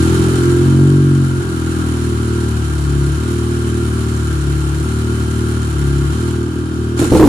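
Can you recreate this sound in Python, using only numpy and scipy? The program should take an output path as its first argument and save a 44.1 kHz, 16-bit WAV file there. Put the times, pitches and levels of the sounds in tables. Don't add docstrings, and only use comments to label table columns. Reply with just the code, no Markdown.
import sys
import numpy as np
from scipy import signal
from scipy.fft import rfft, irfft
from scipy.io import wavfile
from scipy.ndimage import uniform_filter1d, minimum_filter1d

SR = 44100
rng = np.random.default_rng(int(sys.argv[2]) if len(sys.argv) > 2 else 0)


def unload_audio(sound):
    columns = np.transpose(np.atleast_2d(sound))
    steps = np.round(np.clip(columns, -1, 1) * 32767)
    wavfile.write(sys.argv[1], SR, steps.astype(np.int16))


N = 321048
LEAD = SR // 4
TIME = np.arange(-LEAD, N) / SR
LENGTH = LEAD + N
SIZE = 2 ** 19
HZ = np.fft.rfftfreq(SIZE, 1 / SR)
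FIRINGS = 512

# [t/s, level above idle/dB]
EFFORT_CURVE = [(0, 8.5), (.9, 7.5), (1.4, 2), (2.3, 0), (6.9, 0)]
# [strength/dB, lateness/share of one firing]
CYLINDER_TRAITS = [(1.42, 0.0027), (0.5, 0.0066), (0.9, -0.0021)]


def gain_of(db):
    return 10 ** (np.asarray(db) / 20)


def evened(x):
    return x / np.sqrt(np.mean(x ** 2) + 1e-20)


def curve(rows):
    return np.interp(TIME, *np.transpose(rows))


def shape(points, modes=()):
    hz, db = np.transpose(points)
    outline = np.interp(np.log(HZ + 1), np.log(hz + 1), db)
    resonances = sum(d / (1 + (2 * (HZ - f) / width) ** 2) for f, width, d in modes)
    return outline + resonances


def colour(x, db):
    cepstrum = irfft(np.log(gain_of(db)))
    cepstrum[1:SIZE // 2] *= 2
    cepstrum[SIZE // 2 + 1:] = 0
    response = np.exp(rfft(cepstrum))
    return irfft(rfft(x, SIZE) * response)[..., :LENGTH]


def workshop(x, t60):
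    t = np.arange(SR // 2) / SR
    taps = rng.standard_normal((2, len(t))) * (t > .003) * gain_of(-60 * t / t60)
    taps = taps / np.linalg.norm(taps[0])
    return signal.fftconvolve(np.atleast_2d(x), taps, axes=1)[:, :LENGTH]


def held(start, end, attack, release):
    return np.clip(np.minimum((TIME - start) / attack, 1 - (TIME - end) / release), 0, 1)


def lull():
    start_s, end_s, fade_s = 6.3, 6.93, .15
    return held(start_s, end_s, fade_s, fade_s)


def sag():
    # [slowest at t/s, firings a second lost/Hz, slowing/s, recovery/s]
    sags = [(2.959, 3.451, 0.599, 0.364), (4.519, 2.477, 0.467, 0.528), (5.95, 3.634, 0.462, 0.33)]
    return sum(lost * np.sin(np.pi / 2 * held(s - slowing, s, slowing, recovery)) ** 2
               for s, lost, slowing, recovery in sags)


def speed():
    # [t/s, firing rate/Hz]
    crank = [(0.0, 40.716), (0.238, 42.53), (0.391, 42.65), (0.917, 47.137), (1.146, 46.317),
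             (1.597, 40.415), (1.893, 39.9), (2.112, 38.243), (3.591, 38.793), (3.843, 37.964),
             (5.65, 38.038), (6.667, 39.833), (6.772, 38.683)]
    return curve(crank) - sag()


def brightness():
    idle_tilt, lull_tilt = -.2, 1.0
    tilt_per_hz_sag, tilt_per_hz_per_s = 0.65, 0.044
    gaining = uniform_filter1d(np.gradient(speed()) * SR, size=SR // 4)
    return idle_tilt - tilt_per_hz_sag * sag() + tilt_per_hz_per_s * gaining + lull_tilt * lull()


def loudness(follow, shade_db, lull_db, stab_db):
    pass_s, pass_width_s = .95, 0.52
    shade = np.exp(-((TIME - pass_s) / pass_width_s) ** 2)
    # [opens t/s, closes t/s]
    stabs = [(6.965, 7.02), (7.085, 7.3)]
    attack_s, release_s = 0.032, .11
    throttle = np.max([held(opens, closes, attack_s, release_s) for opens, closes in stabs], axis=0)
    dips_db = shade_db * shade + lull_db * lull() * (1 - throttle)
    return gain_of(follow * curve(EFFORT_CURVE) + dips_db + stab_db * throttle)


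def strokes(turns, at, decay, spread_db):
    cycle = turns - at + 2
    size = gain_of(spread_db * rng.standard_normal(FIRINGS))
    return size[cycle.astype(int)] * np.exp(-(cycle % 1) / decay)


def rumble(level_db=-34, swell_s=0.62, length_s=0.092):
    spectrum = shape([(10, -8), (25, -41), (55, 21), (100, -6), (400, -45)])
    sound = colour(rng.standard_normal(LENGTH), spectrum)
    swell = np.exp(-((TIME - swell_s) / length_s) ** 2)
    return evened(sound) * gain_of(level_db) * swell


def intake(turns, level_db=-38.0, grain_db=2.0, wet_db=-7):
    # [f/Hz, relative level per Hz/dB]
    hiss = [(500, -19), (1800, 1), (2600, -1), (3600, -3), (4200, 1.5), (4900, -7), (5600, -1.5),
            (6300, -5.5), (7000, 2.5), (7900, -2.5), (9900, 1), (11200, -8.5), (13500, -15), (15500, -34)]
    gulps = strokes(turns, at=.91, decay=.35, spread_db=2)
    gulps += .6 * strokes(turns, at=.32, decay=.17, spread_db=2)
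    gulps += .35 * strokes(turns / len(CYLINDER_TRAITS), at=.3, decay=.4, spread_db=2)
    steps = TIME[::64]
    grain = gain_of(grain_db * np.interp(TIME, steps, rng.standard_normal(len(steps))))
    drive = (.9 + gulps) * grain * rng.standard_normal((2, LENGTH))
    sound = colour(drive + gain_of(wet_db) * workshop(drive, t60=0.13), shape(hiss))
    level = loudness(follow=0.77, shade_db=-6.5, lull_db=-6.3, stab_db=10.5)
    return np.sqrt(2) * evened(sound) * gain_of(level_db) * level


def clatter(turns, level_db=-32.0, steady=0.48, apart=1.0, wet_db=0):
    knock_pattern = [(0.14, 0.85), (0.361, 0.85), (0.608, 0.62)]
    # [f/Hz, relative level per Hz/dB]
    outline = [(30, -59), (150, 4.5), (450, -6), (560, -13), (680, -8.5), (800, -9.5), (1000, -7.5),
               (1400, -3.5), (1700, -10), (1950, -23.5), (3000, -18), (6000, -24), (16000, -54)]
    # [f/Hz, width/Hz, level/dB]
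    covers = [(775, 25, 3), (850, 20, 3), (960, 25, 6), (1135, 25, 2), (1235, 25, 3.5), (1370, 36, 7.5),
              (1415, 50, 7), (1604, 36, 7.5), (3045, 65, 12.5), (3150, 70, 7)]
    knocks = sum(size * strokes(turns, at, decay=.12, spread_db=2) for at, size in knock_pattern)
    shared, lag = rng.standard_normal(LENGTH), 19
    noise = np.array([shared, np.roll(shared, lag)]) + apart * rng.standard_normal((2, LENGTH))
    drive = (steady + knocks) * noise
    sound = colour(drive + gain_of(wet_db) * workshop(drive, t60=0.32), shape(outline, covers))
    level = loudness(follow=0.67, shade_db=-4.0, lull_db=-2.5, stab_db=3.5)
    return np.sqrt(2) * evened(sound) * gain_of(level_db) * level


def antilag(level_db=0, burn_s=0.017, pipe_hz=315, wander=.17, boom_hz=125, boom_db=-10, roar_db=-6.5, wet_db=-17):
    # [t/s, level/dB]
    bangs = [(6.972, -23), (6.994, -11), (7.015, -6), (7.037, -13), (7.050, -23), (7.101, -19), (7.118, 3),
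             (7.134, -4), (7.15, 2.5), (7.165, -9), (7.196, 5.5), (7.211, 1), (7.226, 8.5), (7.239, 0),
             (7.254, -7), (7.272, 4.5)]
    # [f/Hz, relative level per Hz/dB]
    blast = [(25, -12), (60, 3.5), (130, -1.5), (190, -1), (300, -1.5), (450, 0.5), (600, -9),
             (1000, -15.5), (1800, -30.5), (5000, -34.5), (16000, -41)]
    pressure = sum(gain_of(db) * (TIME >= s) * np.exp(-abs(TIME - s) / burn_s) for s, db in bangs)
    pressure = uniform_filter1d(pressure, size=110)
    flame = evened(uniform_filter1d(rng.standard_normal(LENGTH), size=130))
    angle = 2 * np.pi * np.cumsum(1 + wander * flame) / SR
    swing = np.sin(pipe_hz * angle) + gain_of(boom_db) * np.sin(boom_hz * angle)
    roar = evened(colour(rng.standard_normal(LENGTH), shape(blast)))
    sound = gain_of(level_db) * pressure * (swing + gain_of(roar_db) * roar)
    return sound + gain_of(wet_db) * workshop(sound, t60=0.26)


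def chambers(x):
    # [f/Hz, width/Hz]
    bands = [(122, 48.5), (176, 8.8), (303, 150)]
    lag = sum(2 * np.arctan2(HZ * width, hz ** 2 - HZ ** 2) for hz, width in bands)
    return irfft(rfft(x, SIZE) * np.exp(-1j * lag))[:LENGTH]


def exhaust(turns, level_db=0.45, lull_db=-1.2, wet_db=-21):
    # [f/Hz, gain per harmonic/dB]
    silencer = [(35, -55.5), (50, -34), (70, -13.5), (110, -29.5), (200, -30), (300, -31.5), (380, -30),
                (450, -49), (600, -62), (900, -74.5)]
    # [f/Hz, width/Hz, level/dB]
    standing = [(67, 14.6, -5.5), (84.8, 5.5, -6), (114.9, 13, 10), (139, 15.3, 14), (153.4, 5.2, -6),
                (178.5, 12.8, -8), (217.5, 5.8, -15), (230, 26, 7), (251.9, 4.5, -13), (278.3, 15.2, 8),
                (289, 19, -4), (309.8, 1.7, -8.5), (324.6, 27, 6.5), (341, 5.8, -12), (347.8, 17.4, 10.5),
                (360.5, 8, -6), (383.3, 17, 3), (409.4, 18.7, -14), (423.4, 24, 9.5), (490, 22, 5)]
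    firing = np.arange(FIRINGS)
    strength_db, late = np.array(CYLINDER_TRAITS)[firing % len(CYLINDER_TRAITS)].T
    strength_db = strength_db + .55 * rng.standard_normal(FIRINGS)
    late = late + .003 * rng.standard_normal(FIRINGS)
    hunting = evened(np.convolve(rng.standard_normal(FIRINGS), np.hanning(11), "same"))
    late = late + .022 * hunting
    angle = 2 * np.pi * (turns - np.interp(turns, firing, late))
    hz, bright = speed(), brightness()
    pulses = -sum(gain_of(bright * np.log2(k * hz / 150)) * np.cos(k * angle) for k in range(1, 17))
    tumble = .06 * np.sqrt(SR / hz) * rng.standard_normal(LENGTH)
    puffs = tumble * strokes(turns, at=0, decay=.6, spread_db=2)
    firing_db = curve(EFFORT_CURVE) + lull_db * lull() + np.interp(turns, firing, strength_db)
    drive = (pulses + puffs) * gain_of(level_db + firing_db)
    sound = chambers(colour(drive, shape(silencer, standing)))
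    return sound + gain_of(wet_db) * workshop(sound, t60=0.34)


def scene():
    # [f/Hz, left minus right level/dB]
    lean = [(60, 5), (90, 3.5), (140, -1), (210, 5.5), (330, -3), (770, 2.5), (1500, -0.3), (2740, -1.5),
            (4190, 1), (6410, -6.5), (9800, -11), (13000, 3.5)]
    turns = np.cumsum(speed()) / SR + 2.83
    engine = exhaust(turns) + clatter(turns) + intake(turns) + antilag() + rumble()
    ports = gain_of(np.array([[.5], [-.5]]) * shape(lean))
    ports /= np.sqrt(np.mean(ports ** 2, axis=0))
    return irfft(rfft(engine, SIZE) * ports)[:, LEAD:LENGTH]


def record(dry):
    ceiling, hold, edge_hz = .78, .4, 15200
    peak = -minimum_filter1d(-abs(dry).max(axis=0), size=600)
    over = uniform_filter1d(np.maximum(peak / ceiling, 1), size=500)
    limited = dry / over ** hold
    clipped = limited / (1 + (limited / ceiling) ** 16) ** (1 / 16)
    lowpass = signal.firwin(511, edge_hz, window=("kaiser", 9), fs=SR)
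    return signal.oaconvolve(clipped, lowpass[None], "same")


dry = scene()
out = record(dry)
unload_audio(out)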